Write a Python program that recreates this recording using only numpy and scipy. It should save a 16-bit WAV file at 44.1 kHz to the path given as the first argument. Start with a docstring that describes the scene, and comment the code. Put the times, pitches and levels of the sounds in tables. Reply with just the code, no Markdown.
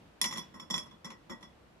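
"""Water laps faintly over low room noise as a brush is swished in a glass; then brush handles knock
and chatter against the glass, close by. Each knock rings the bright modes of the wall and the hollow
modes of the filled glass, makes a dry clack in the handle and a dull thud in the table below.
A small room answers the knocks."""
import sys
import numpy as np
from scipy import signal
from scipy.fft import irfft
from scipy.io import wavfile
from scipy.ndimage import uniform_filter1d

SR = 44100
rng = np.random.default_rng(int(sys.argv[2]) if len(sys.argv) > 2 else 0)


def master(y):
    """Save y as 16-bit WAV."""
    cut = np.clip(np.atleast_2d(y).T, -1, 1)
    pcm = np.round(cut * 32767)  # scale
    wavfile.write(sys.argv[1], SR, pcm.astype(np.int16))


N = 79380
PIVOT_HZ = 4000  # reference for tilts and ring times


def undb(db):
    """Decibels to gain."""
    return 10 ** (np.asarray(db) / 20)


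def fade(t, t60_s):
    """Exponential decay, 60 dB down at t60_s."""
    return np.exp(-np.log(1000) * t / t60_s)


def pan(db):
    """Stereo gains for a left-minus-right level."""
    return undb(np.array([[db], [-db]]) / 2)


def noise(spectrum, size, tilt_db_per_oct=0):
    """Coloured noise, set to rms 1, then tilted; the tilt levels off two octaves below the pivot."""
    hz = np.maximum(np.arange(size // 2 + 1) * SR / size, 1)
    freq_hz, level_db = np.array(spectrum).T
    gain = undb(np.interp(np.log(hz), np.log(freq_hz), level_db))
    gain /= np.sqrt(np.mean(gain ** 2))
    gain *= undb(tilt_db_per_oct * np.log2(np.maximum(hz, PIVOT_HZ / 4) / PIVOT_HZ))
    phasors = np.exp(2j * np.pi * rng.random(len(hz)))
    return irfft(gain * phasors, size) * np.sqrt(size)


def drift(rate_hz):
    """Smooth random drift, standard deviation 1."""
    hold = int(SR / rate_hz)
    steps = rng.standard_normal(N)[np.arange(N) // hold]
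    smooth = uniform_filter1d(uniform_filter1d(steps, hold), hold)
    return smooth / smooth.std()


def diffuse(mid, side, wide_above_hz=444.4):
    """Stereo from two noises: alike in the bass, unrelated in the treble."""
    side = signal.sosfilt(signal.butter(1, wide_above_hz, "high", fs=SR, output="sos"), side)
    return mid + side * np.array([[1], [-1]])


# Lapping spectrum: freq_hz, level_db
LAP_SPECTRUM = [(30, -61), (90, -10), (165, 4), (240, 0), (400, -15), (1000, -21), (3000, -19.5),
                (10000, -40)]
# Lapping envelope: time_s, level_db
LAP_ENVELOPE = [(0, -69), (.2, -66), (.5, -61.5), (.9, -60.5), (1.2, -64), (1.55, -63.5), (1.69, -69),
                (1.8, -67.5)]


def water(swell_db=5, swell_rate_hz=9):
    """Soft lapping that swells and sinks with the stirring."""
    level_db = np.interp(np.arange(N) / SR, *np.array(LAP_ENVELOPE).T)
    level_db += swell_db * drift(swell_rate_hz)
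    return undb(level_db) * diffuse(noise(LAP_SPECTRUM, N), noise(LAP_SPECTRUM, N))


# Room noise spectrum: freq_hz, level_db
BACKGROUND_SPECTRUM = [(12, -43.5), (20, -11.5), (60, 2), (249, -8), (336, -2.5), (375, -10), (455, -7),
                       (1220, -14.5), (1520, -17), (14000, -42.5)]


def background(level_db=-62):
    """Steady low room noise."""
    return undb(level_db) * diffuse(noise(BACKGROUND_SPECTRUM, N), noise(BACKGROUND_SPECTRUM, N))


# Bright modes of the glass wall, one list each: pitch_hz, level_db, left_minus_right_db
WALL_PITCH_HZ = [3374, 3405, 4358, 5252, 5379, 5405, 5804, 6790, 7259, 7302, 7601, 9480, 9648, 10350, 10560,
                 10850, 11110, 12220, 12280, 13520]
WALL_LEVEL_DB = [0.5, 3, -22.5, -4.5, 1, 0.5, -1.5, -9, -2.5, -21.5, -18.5, -8, -11, -17.5, -16.5, -13, -19,
                 -13, -14.5, -33]
WALL_BALANCE_DB = [-11, -3.5, 6.5, 10.5, -4.5, 7.5, -11.5, 2.5, 2, 3, 4, 1.5, 4.5, 0, -5, -4, 6, -5.5, 5.5,
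                   1.5]
WALL_MODES = list(zip(WALL_PITCH_HZ, WALL_LEVEL_DB, WALL_BALANCE_DB))
# Hollow low modes of the filled glass, one list each: pitch_hz, level_db, left_minus_right_db
BOWL_PITCH_HZ = [902, 975, 1056, 1135, 1925, 1967, 2000]
BOWL_LEVEL_DB = [-11.5, -6, -3.5, -22.5, -4.5, 1, -13]
BOWL_BALANCE_DB = [10.5, -2.5, -0.5, -5.5, -3.5, 5, -17]
BOWL_MODES = list(zip(BOWL_PITCH_HZ, BOWL_LEVEL_DB, BOWL_BALANCE_DB))


def glass_ring(t, modes, pivot_t60_s, right_lag_s, tilt_db_per_oct=0, scatter_db=2, detune=0.0019):
    """Struck glass rings in its modes; strike spot scatters their levels, moving water their pitch."""
    stereo_t = np.maximum(np.array([t, t - right_lag_s]), 0)
    out = 0
    for pitch_hz, level_db, balance_db in modes:
        spot, slosh = rng.standard_normal(2)
        gain = undb(level_db + tilt_db_per_oct * np.log2(pitch_hz / PIVOT_HZ) + scatter_db * spot)
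        decay = fade(t, pivot_t60_s * (PIVOT_HZ / pitch_hz) ** 0.33)  # high modes die sooner
        tone = np.sin(2 * np.pi * pitch_hz * (1 + detune * slosh) * stereo_t)
        out += gain * pan(balance_db) * decay * tone
    return out / 2


# Handle clack spectrum: freq_hz, level_db
CLACK_SPECTRUM = [(100, -25.5), (400, -17.5), (750, -13.5), (1050, 3.5), (1500, -12), (2200, 1.5),
                  (3000, -3), (4200, 1.5), (4800, -2.5), (6100, 7.5), (6500, -9), (7600, 6), (8000, -30.5),
                  (9150, -22.5), (9550, 7), (11000, 0.5), (12300, -12.5), (12700, -14), (14500, -34.5)]


def handle_clack(t, tilt_db_per_oct, crack_db=5, spread=0.89, right_lag_s=0.00014):
    """A sharp crack at the contact, then the handle's dense, quickly damped ringing."""
    envelope = undb(crack_db) * fade(t, t60_s=0.0085) + fade(t, t60_s=0.047)
    common, left, right = (noise(CLACK_SPECTRUM, len(t), tilt_db_per_oct) for _ in range(3))
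    common = np.array([common, np.roll(common, round(right_lag_s * SR))])
    stereo = np.sqrt(1 - spread ** 2) * common + spread * np.array([left, right])
    return pan(db=-0.5) * envelope * stereo / 2


# Table thud spectrum: freq_hz, level_db
THUD_SPECTRUM = [(30, -45.5), (70, -13), (120, -20.5), (160, 1), (215, 3.5), (290, -4), (345, -3),
                 (420, -18), (525, -7.5), (620, -13), (800, -34.5), (1020, -4.5), (1400, -16),
                 (3000, -46.5)]


def table_thud(t, attack_s=0.0038):
    """The push passes through the glass into the table as a dull thud."""
    envelope = (1 - np.exp(-t / attack_s)) * fade(t, t60_s=0.15)
    return envelope * diffuse(noise(THUD_SPECTRUM, len(t)), noise(THUD_SPECTRUM, len(t)))


# Handle strikes: start_s, wall_db, wall_tilt_db_per_oct, bowl_db, clack_db, clack_tilt_db_per_oct,
# thud_db
STRIKES = [ (0.2143, -28, 4, -33, -22, 3.5, -44.5), (.2410, -41.5, 4.5, -50, -20, -5, -46),
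           (.2490, -43, 1, -31.5, -45, 0, -44), (.2570, -32, -0.5, -44, -42.5, -9.5, -74),
           (0.286, -59, 8, -66, -39, 3, -55), (0.31, -42.5, -0.5, -38, -38, -4, -51.5),
           (.3250, -41.5, 1, -53, -36.5, -9, -45.5), (.3360, -40.5, -2, -39.5, -43, 3, -48),
           (.3590, -47, 1, -57, -36.5, -7, -43.5), (.3720, -44.5, 4, -45.5, -32.5, -2.5, -46),
           (0.3807, -38.5, -8, -41, -34.5, -2, -56), (0.39, -47, 2, -47, -55, -13, -61),
           (.5400, -56, 4, -46.5, -61, -12, -48.5), (0.552, -63.5, -2, -44.5, -65.5, 1, -50.5),
           (0.5974, -47, -1.5, -51, -43, -10, -54), (.6160, -68, 11, -72, -63, 0, -49.5),
           (.7008, -43, 5, -40, -46, 0, -37), (0.7077, -31, -7.5, -42, -38, 0.5, -52.5),
           (0.7408, -33, -6, -37.5, -31, -6.5, -40.5), (.7595, -39.5, 0, -42, -46, -10.5, -46.5),
           (.7790, -35, -5, -49, -31, -3.5, -45), (.8310, -65, 3, -71, -69, 18, -77),
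           (0.858, -61, -0.5, -58.5, -56.5, 2, -51.5), (.9100, -56, -14.5, -59, -53, -5.5, -53.5),
           (1.0450, -45.5, 1, -47.5, -47, -8.5, -44.5), (1.0530, -47.5, -5.5, -41, -40, -3, -50),
           (1.0650, -71, -6.5, -56.5, -44.5, -14.5, -49), (1.1020, -52, -1.5, -49, -37, -8.5, -48.5),
           (1.1160, -58.5, -11, -44, -41, -7, -51.5), (1.296, -54.5, 4.5, -44.5, -42.5, -10.5, -46.5),
           (1.301, -51, -4, -57, -48.5, -2.5, -40.5), (1.31, -54, -6, -38, -59.5, -17, -56),
           (1.321, -51.5, -13.5, -44.5, -57, -7, -55), (1.407, -69, 7, -57, -44, -4, -57),
           (1.427, -51.5, -7, -48.5, -42.5, -5.5, -51)]


def knocks(hard_contact_s=0.00033, hard_wall_db=-27.5, db_per_doubling=8.5):
    """Each knock sounds glass, handle and table; a softer one slides and builds up for longer."""
    t = np.arange(SR // 3) / SR
    out = np.zeros((2, N + len(t)))
    for start_s, wall_db, wall_tilt, bowl_db, clack_db, clack_tilt, thud_db in STRIKES:
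        contact_s = hard_contact_s * 2 ** ((hard_wall_db - wall_db) / db_per_doubling)
        attack = 1 - np.exp(-t / contact_s)
        wall = undb(wall_db) * glass_ring(t, WALL_MODES, pivot_t60_s=0.17, right_lag_s=0.00014,
                                          tilt_db_per_oct=wall_tilt)
        bowl = undb(bowl_db) * glass_ring(t, BOWL_MODES, pivot_t60_s=0.12, right_lag_s=0.00008)
        clack = undb(clack_db) * handle_clack(t, clack_tilt)
        thud = undb(thud_db) * table_thud(t)
        start = int(start_s * SR)
        out[:, start:start + len(t)] += attack * (wall + bowl + clack) + thud
    return out[:, :N]


def room(direct, level_db=-7.5, delay_s=0.0037, crossover_hz=900):
    """Diffuse reflections of a small room; the treble dies first."""
    t = np.arange(SR // 2) / SR
    white = diffuse(*rng.standard_normal((2, len(t))))
    bass = signal.sosfilt(signal.butter(1, crossover_hz, fs=SR, output="sos"), white)
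    treble = white - bass
    tail = (bass * fade(t, t60_s=0.33) + treble * fade(t, t60_s=0.11)) * (t > delay_s)
    tail /= np.sqrt(np.sum(tail ** 2, axis=1, keepdims=True))
    return undb(level_db) * signal.fftconvolve(direct, tail, axes=1)[:, :N]


def scene():
    """Water and room noise under the knocks and their reflections."""
    hits = knocks()
    reflections = room(hits)
    return water() + background() + hits + reflections


def record(dry):
    """The recorder cuts the deepest rumble and the top treble."""
    low_cut_hz, high_cut_hz = 38, 13800
    dry = signal.sosfilt(signal.butter(3, low_cut_hz, "high", fs=SR, output="sos"), dry)
    return signal.sosfilt(signal.ellip(8, .2, 70, high_cut_hz, fs=SR, output="sos"), dry)


dry = scene()
out = record(dry)
master(out)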